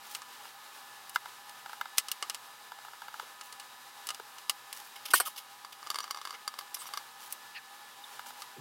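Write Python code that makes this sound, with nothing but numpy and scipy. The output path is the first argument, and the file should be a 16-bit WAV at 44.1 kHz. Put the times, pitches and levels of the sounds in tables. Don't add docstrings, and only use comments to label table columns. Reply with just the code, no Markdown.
import sys
import numpy as np
from scipy import signal
from scipy.fft import rfft, irfft
from scipy.io import wavfile
from scipy.ndimage import uniform_filter1d

SR = 44100
rng = np.random.default_rng(int(sys.argv[2]) if len(sys.argv) > 2 else 0)


def wav_out(sig):
    wavfile.write(sys.argv[1], SR, np.round(np.clip(np.atleast_2d(sig).T, -1, 1) * 32767).astype(np.int16))


N = 379489

# frequency_hz, relative_db
FAN_AIR = [(25, -52), (55, -27), (100, -26), (130, -13), (165, -20.5), (400, -9.5), (690, -7), (820, 2.5),
           (1100, 1), (1600, -1.5), (2100, -6), (3700, -5), (5200, -8.5), (6300, -10.5), (13000, -12.5),
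           (15500, -16.5)]
# pitch_hz, level_db
HUM_TONES = [(125, -85), (207, -84.5), (246, -81), (990, -65), (1249, -64), (1732, -63), (2907, -72),
             (3828, -69.5), (4947, -72)]
# start_s, length_s, pitch_hz, level_db
BENCH_THUMPS = [(3.225, .006, 500, -52), (4.193, 0.0094, 430, -48.5), (5.091, .025, 320, -61),
                (5.126, 0.031, 65, -68), (8.564, 0.03, 380, -56), (8.576, 0.036, 184, -51.5)]
# start_s, length_s, strength_db
BENCH_RUBS = [(0.023, 0.12, -59), (0.087, .09, -53.5), (1.141, 0.014, -48), (1.971, .01, -42.5),
              (3.433, 0.043, -57), (4.736, 0.072, -52), (4.836, .063, -58.5), (7.198, 0.086, -54.5),
              (7.294, 0.035, -53), (8.257, .05, -53), (8.387, 0.042, -56)]
# start_s, length_s, start_pitch_hz, roughness (0-1), level_db
METAL_SQUEAKS = [(5.258, 0.03, 1302, 0.53, -40.5), (6.026, 0.011, 5900, .05, -48),
                 (6.743, 0.012, 5720, .34, -41.5), (6.787, 0.044, 8650, 0.4, -48.5),
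                 (6.866, 0.009, 5860, .08, -48), (7.549, 0.051, 1930, 0.3, -50),
                 (7.546, .042, 2740, 0.6, -47), (7.549, 0.04, 4540, 0.3, -52),
                 (8.039, 0.0082, 3690, .1, -44.5)]
# start_s, length_s, strength_db, brightness_db
METAL_SCRAPES = [(4.956, .012, -48, -3), (5.053, 0.014, -40.5, -1), (5.082, 0.0092, -47, -3),
                 (5.104, 0.016, -40.5, 2), (5.148, .021, -33, 4), (5.166, 0.023, -39, 5),
                 (5.209, .008, -40.5, -10), (5.251, 0.034, -44.5, 5.5), (5.36, 0.011, -48, -2),
                 (5.374, .019, -44, 0), (5.723, .01, -48, -3), (6.333, 0.026, -50.5, -12),
                 (6.586, 0.0089, -47, 4), (6.743, 0.0078, -41, 7.5), (6.789, 0.06, -54.5, 2),
                 (6.862, 0.022, -52, 3)]
# start_s, strength_db
CREAK_TICKS = [(5.648, -47), (5.871, -45.5), (5.9023, -32.5), (5.913, -43), (5.9445, -40.5),
               (5.9577, -37.5), (5.9637, -54), (5.9864, -36), (6.0043, -39), (6.0415, -43), (6.1089, -35),
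               (6.1461, -44), (6.1729, -46), (6.215, -46), (6.2522, -41.5), (6.273, -45.5), (6.307, -43),
               (6.4776, -34), (6.589, -41.5), (6.937, -39.5), (6.9739, -37.5)]
# start_s, strength_db
TIP_TAPS = [(0.4532, -60.5), (1.159, -36.5), (1.257, -53.5), (1.6598, -54), (1.6944, -56.5), (1.731, -53),
            (1.8116, -43.5), (1.8559, -53), (2.7188, -54), (3.019, -54), (3.0822, -54.5), (3.141, -53.5),
            (3.197, -48.5), (4.1978, -55), (8.1932, -52.5)]
# start_s, end_s, rate_hz, strength_db
CREAK_RUNS = [(5.83, 6.34, 24, -52), (6.535, 6.63, 12, -50), (6.776, 7.01, 25, -52.5)]
TIP_RUNS = [(2.8, 2.95, 23, -59), (8.256, 8.32, 22, -58.5)]
# start_s, strength_db, brightness_db
LANDING_KNOCKS = [(5.1359, -31, -0.5), (5.1379, -30, -7.5), (5.1412, -35, 3), (5.1445, -39.5, 7),
                  (5.1495, -41, 2), (5.2003, -33.5, 0.5), (5.2045, -36.5, -0.5), (5.2175, -55, 5)]
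# start_s, strength_db, brightness_db
HANDLING_CLICKS = [(0.1494, -36.5, 0), (0.2187, -48, -10), (1.0948, -51.5, 12.5), (1.4943, -50.5, 4),
                   (1.9822, -23, 5), (1.9971, -43, 3), (2.0844, -39, -2), (2.1154, -32.5, 6.5),
                   (2.2255, -34, -7.5), (2.2977, -33.5, 0.5), (2.3463, -39, 0), (3.411, -44.5, -7),
                   (3.5255, -47.5, 1.5), (3.5981, -45, 0), (4.0699, -43, 8.5), (4.0888, -35, -3),
                   (4.104, -36.5, -6), (4.1458, -44.5, 0), (4.3833, -48, -4), (4.4958, -26, 1.5),
                   (4.728, -41, 5.5), (7.3246, -45, 16.5), (8.42, -43.5, -8.5)]
# pitch_hz, width_hz, gain_db
SCRAPE_MODES = [(1290, 360, 6), (2220, 77, 13), (3000, 390, 14.5), (3490, 820, 11), (4850, 920, 10.5),
                (5850, 210, -17), (8400, 580, -3), (10400, 3300, 4.5), (14500, 2500, -18)]
PART_MODES = [(430, 99, -16), (900, 84, -29), (1030, 96, -9), (1157, 105, 8.5), (1230, 59, 5.5),
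              (1610, 130, -4.5), (2105, 68, -4), (3120, 630, -6.5), (3600, 400, -7), (4340, 340, -10.5),
              (4610, 240, -2), (4650, 150, -4), (5060, 140, -14), (5750, 56, -3), (6820, 140, -7.5),
              (7400, 260, -7), (8460, 390, -7), (9230, 200, 0), (9570, 260, -7), (11800, 640, -13),
              (13300, 500, -16)]
BOARD_MODES = [(857, 139, 2), (987, 100, 1.5), (1233, 264, 3.5), (1356, 328, 4.5), (1660, 136, -3.5),
               (2077, 47, -10.5), (2360, 250, -18), (2870, 340, -14.5), (3630, 310, -13), (4850, 480, -18),
               (7700, 1900, -29.5), (13800, 2100, -28.5)]
STAND_MODES = [(367, 105, -6.5), (520, 59, -7), (727, 96, 0), (1006, 55, 1.5), (1120, 110, 2.5),
               (1510, 200, 3.5), (1836, 45, 2.5), (2430, 170, -4.5), (3040, 260, -4.5), (4320, 330, -2),
               (5800, 500, -10), (8360, 220, 1.5), (8500, 170, -3), (8800, 250, -3), (9760, 200, -5),
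               (10400, 350, -9), (11000, 200, -9), (11400, 350, -8), (12500, 400, -6), (13500, 700, -12)]
IRON_MODES = [(450, 170, -42), (890, 53, -19), (1210, 130, -12), (1258, 145, 21), (1690, 190, 7.5),
              (2110, 210, 7.5), (2920, 270, 12), (3300, 1400, 3), (4730, 1600, 7.5), (5030, 620, -11),
              (6250, 2500, -4.5), (8400, 780, 11), (10200, 2300, 17.5), (12300, 1900, 12.5)]
# low_edge_hz, high_edge_hz
BANDS = [(320, 1900), (1900, 7000), (7000, 16000)]

SPAN = 8192
AGE_S, EVENT_HZ = np.arange(SPAN) / SR, np.fft.rfftfreq(SPAN, 1 / SR)


def undb(db):
    return 10 ** (np.asarray(db) / 20)


def add(out, start_s, sound):
    i = int(start_s * SR)
    out[i:i + len(sound)] += sound[:max(N - i, 0)]


def level(x, db, seconds):
    return x * undb(db) * np.sqrt(seconds * SR / np.sum(x ** 2))


def band(x, low_hz, high_hz, order=3):
    sos = signal.butter(order, [low_hz, min(high_hz, .48 * SR)], "band", fs=SR, output="sos")
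    return signal.sosfilt(sos, x)


def wander(rate_hz, size):
    hold = max(int(SR / rate_hz), 1)
    steps = np.repeat(rng.standard_normal(size // hold + 1), hold)
    return 1.285 * uniform_filter1d(uniform_filter1d(steps, hold), hold)[:size]


def resonator(modes, alternate=False):
    f = np.maximum(EVENT_HZ, 1)
    sign = -1 if alternate else 1
    return sum(sign ** k * undb(db) / (1 + 1j * (f / hz - hz / f) * hz / width_hz)
               for k, (hz, width_hz, db) in enumerate(modes))


def ring(drive, body):
    return irfft(rfft(drive) * body)


def burst(t60_s):
    impacts = rng.standard_normal(SPAN) * undb(-60 * AGE_S / t60_s)
    return impacts / np.linalg.norm(impacts)


def stroke(length_s):
    return np.sin(np.pi * np.minimum(AGE_S / length_s, 1)) ** 0.43


def balance(db, bright_db, low_db, treble_db):
    return db + low_db - bright_db, db, db + treble_db + bright_db


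def stick_slip(runs, jitter=0.19, scatter_db=0.5):
    slips = []
    for start_s, end_s, rate_hz, db in runs:
        chance = rng.standard_normal(size=(32, 2))
        for due_s, (late, hard) in zip(np.arange(start_s, end_s, 1 / rate_hz), chance):
            slips.append((due_s + jitter * late / rate_hz, db + scatter_db * hard))
    return slips


def hits(cues, body, hardening, chatter_t60_s, chatter_db, echo_t60_s, echo_db, gain_db):
    out = np.zeros(N)
    blow = 1. * (AGE_S == 0)
    rattle = burst(chatter_t60_s)
    octaves = np.log2(np.clip(EVENT_HZ, 400, 1400) / 1400)
    usual_low_db = np.median([cue[1] for cue in cues])
    for start_s, *bands_db in cues:
        echo = undb(echo_db) * burst(echo_t60_s)
        chatter = undb(chatter_db) * (burst(chatter_t60_s) + rattle) / np.sqrt(2)
        drives = (blow + echo, blow + chatter + 2 * echo, blow + 2 * chatter + 2 * echo)
        tilt = undb(hardening * (bands_db[0] - usual_low_db) * octaves)
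        for drive, edges_hz, db in zip(drives, BANDS, bands_db):
            gated_ring = ring(drive, body * tilt) * (AGE_S < .15)
            layer = band(gated_ring, *edges_hz, order=4)
            add(out, start_s, level(layer, db + gain_db, seconds=.01))
    return out


def slides(cues, body, grain_db, tail_db, gain_db):
    out = np.zeros(N)
    for start_s, length_s, *bands_db in cues:
        slips = rng.standard_normal(SPAN) * undb(grain_db * wander(600, SPAN)) * stroke(1.03 * length_s)
        tail = undb(tail_db) * rfft(burst(t60_s=0.18))
        friction = ring(slips, body * (1 + tail))
        for edges_hz, db in zip(BANDS, bands_db):
            add(out, start_s, level(band(friction, *edges_hz), db + gain_db, length_s))
    return out


def fan(air_db):
    bins_hz = np.maximum(np.fft.rfftfreq(N, 1 / SR), 1)
    curve_hz, curve_db = np.transpose(FAN_AIR)
    colour = undb(np.interp(np.log(bins_hz), np.log(curve_hz), curve_db))
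    air = irfft(rfft(rng.standard_normal(N)) * colour, N)
    flutter = undb(0.85 * wander(6, N) + 0.95 * wander(30, N))
    out = level(air, air_db, N / SR) * flutter
    for pitch_hz, db in HUM_TONES:
        cycles = np.cumsum(pitch_hz * (1 + .0025 * wander(14, N))) / SR
        hum = np.sin(2 * np.pi * cycles) * undb(2.2 * wander(9, N))
        out += level(hum, db, N / SR)
    return out


def fan_whine(centre_hz, swing_hz, period_s, housing_hz, level_db):
    hunt = 2 * np.pi * (np.arange(N) / SR - .075) / period_s
    pitch_hz = centre_hz + swing_hz * np.cos(hunt) + 2 * wander(6, N)
    motor = np.exp(2j * np.pi * np.cumsum(pitch_hz) / SR)
    housing = 1 / (1 + 1j * (pitch_hz - housing_hz) / 8)
    flutter = undb(1.6 * wander(18, N))
    return level(flutter * np.real(housing * motor), level_db, N / SR)


def bench_thumps():
    out = np.zeros(N)
    for start_s, length_s, pitch_hz, db in BENCH_THUMPS:
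        mode = resonator([(pitch_hz, 0.38 * pitch_hz, 0)])
        push = rng.standard_normal(SPAN) * stroke(length_s)
        add(out, start_s, level(ring(push, mode ** 2), db, length_s))
    return out


def bench_rubs():
    cues = [(start_s, length_s, *balance(db, 0, low_db=-13, treble_db=1.2))
            for start_s, length_s, db in BENCH_RUBS]
    return slides(cues, body=1, grain_db=-5, tail_db=-7, gain_db=-1.5)


def metal_squeaks(sag_hz_per_s, waver):
    out = np.zeros(N)
    for start_s, length_s, start_hz, roughness, db in METAL_SQUEAKS:
        glide_hz = start_hz - sag_hz_per_s * np.minimum(AGE_S, length_s)
        pitch_hz = glide_hz * (1 + waver * roughness * wander(1500, SPAN))
        squeak = np.sin(2 * np.pi * np.cumsum(pitch_hz) / SR) * stroke(length_s)
        add(out, start_s, level(squeak, db, length_s))
    return out


def metal_scrapes():
    cues = [(start_s, length_s, *balance(db, bright_db, low_db=-10.5, treble_db=-2))
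            for start_s, length_s, db, bright_db in METAL_SCRAPES]
    return slides(cues, resonator(SCRAPE_MODES), grain_db=0, tail_db=-7, gain_db=1.5)


def part_creaks(usual_db, brightening):
    cues = [(start_s, *balance(db, brightening * (db - usual_db), low_db=1.5, treble_db=-10))
            for start_s, db in CREAK_TICKS + stick_slip(CREAK_RUNS)]
    return hits(cues, resonator(PART_MODES), hardening=0.2,
                chatter_t60_s=0.016, chatter_db=2, echo_t60_s=0.066, echo_db=-8, gain_db=-0.65)


def tip_on_board():
    cues = [(start_s, *balance(db, 0, low_db=8.5, treble_db=-7.5))
            for start_s, db in TIP_TAPS + stick_slip(TIP_RUNS)]
    return hits(cues, resonator(BOARD_MODES, alternate=True), hardening=0.78,
                chatter_t60_s=0.023, chatter_db=0.5, echo_t60_s=0.046, echo_db=-12, gain_db=2.53)


def iron_in_stand():
    cues = [(start_s, *balance(db, bright_db, low_db=7, treble_db=8))
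            for start_s, db, bright_db in LANDING_KNOCKS]
    return hits(cues, resonator(STAND_MODES, alternate=True), hardening=0.39,
                chatter_t60_s=0.038, chatter_db=27, echo_t60_s=0.021, echo_db=-9, gain_db=-1.7)


def iron_clicks():
    cues = [(start_s, *balance(db, bright_db, low_db=-9, treble_db=-7.5))
            for start_s, db, bright_db in HANDLING_CLICKS]
    return hits(cues, resonator(IRON_MODES), hardening=0.11,
                chatter_t60_s=0.024, chatter_db=12, echo_t60_s=0.058, echo_db=1, gain_db=-0.27)


def scene():
    bed = fan(air_db=-52)
    bed += fan_whine(centre_hz=804, swing_hz=29.2, period_s=.2752, housing_hz=812, level_db=-61.5)
    iron = iron_in_stand() + iron_clicks()
    friction = metal_scrapes() + bench_rubs() + metal_squeaks(sag_hz_per_s=5800, waver=0.22)
    handwork = bench_thumps() + tip_on_board() + part_creaks(usual_db=-42.5, brightening=0.4)
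    return (bed + iron + friction + handwork)[None]


def record(dry):
    cutoff_hz = 15900
    return signal.sosfilt(signal.ellip(10, .2, 70, cutoff_hz, fs=SR, output="sos"), dry)


dry = scene()
out = record(dry)
wav_out(out)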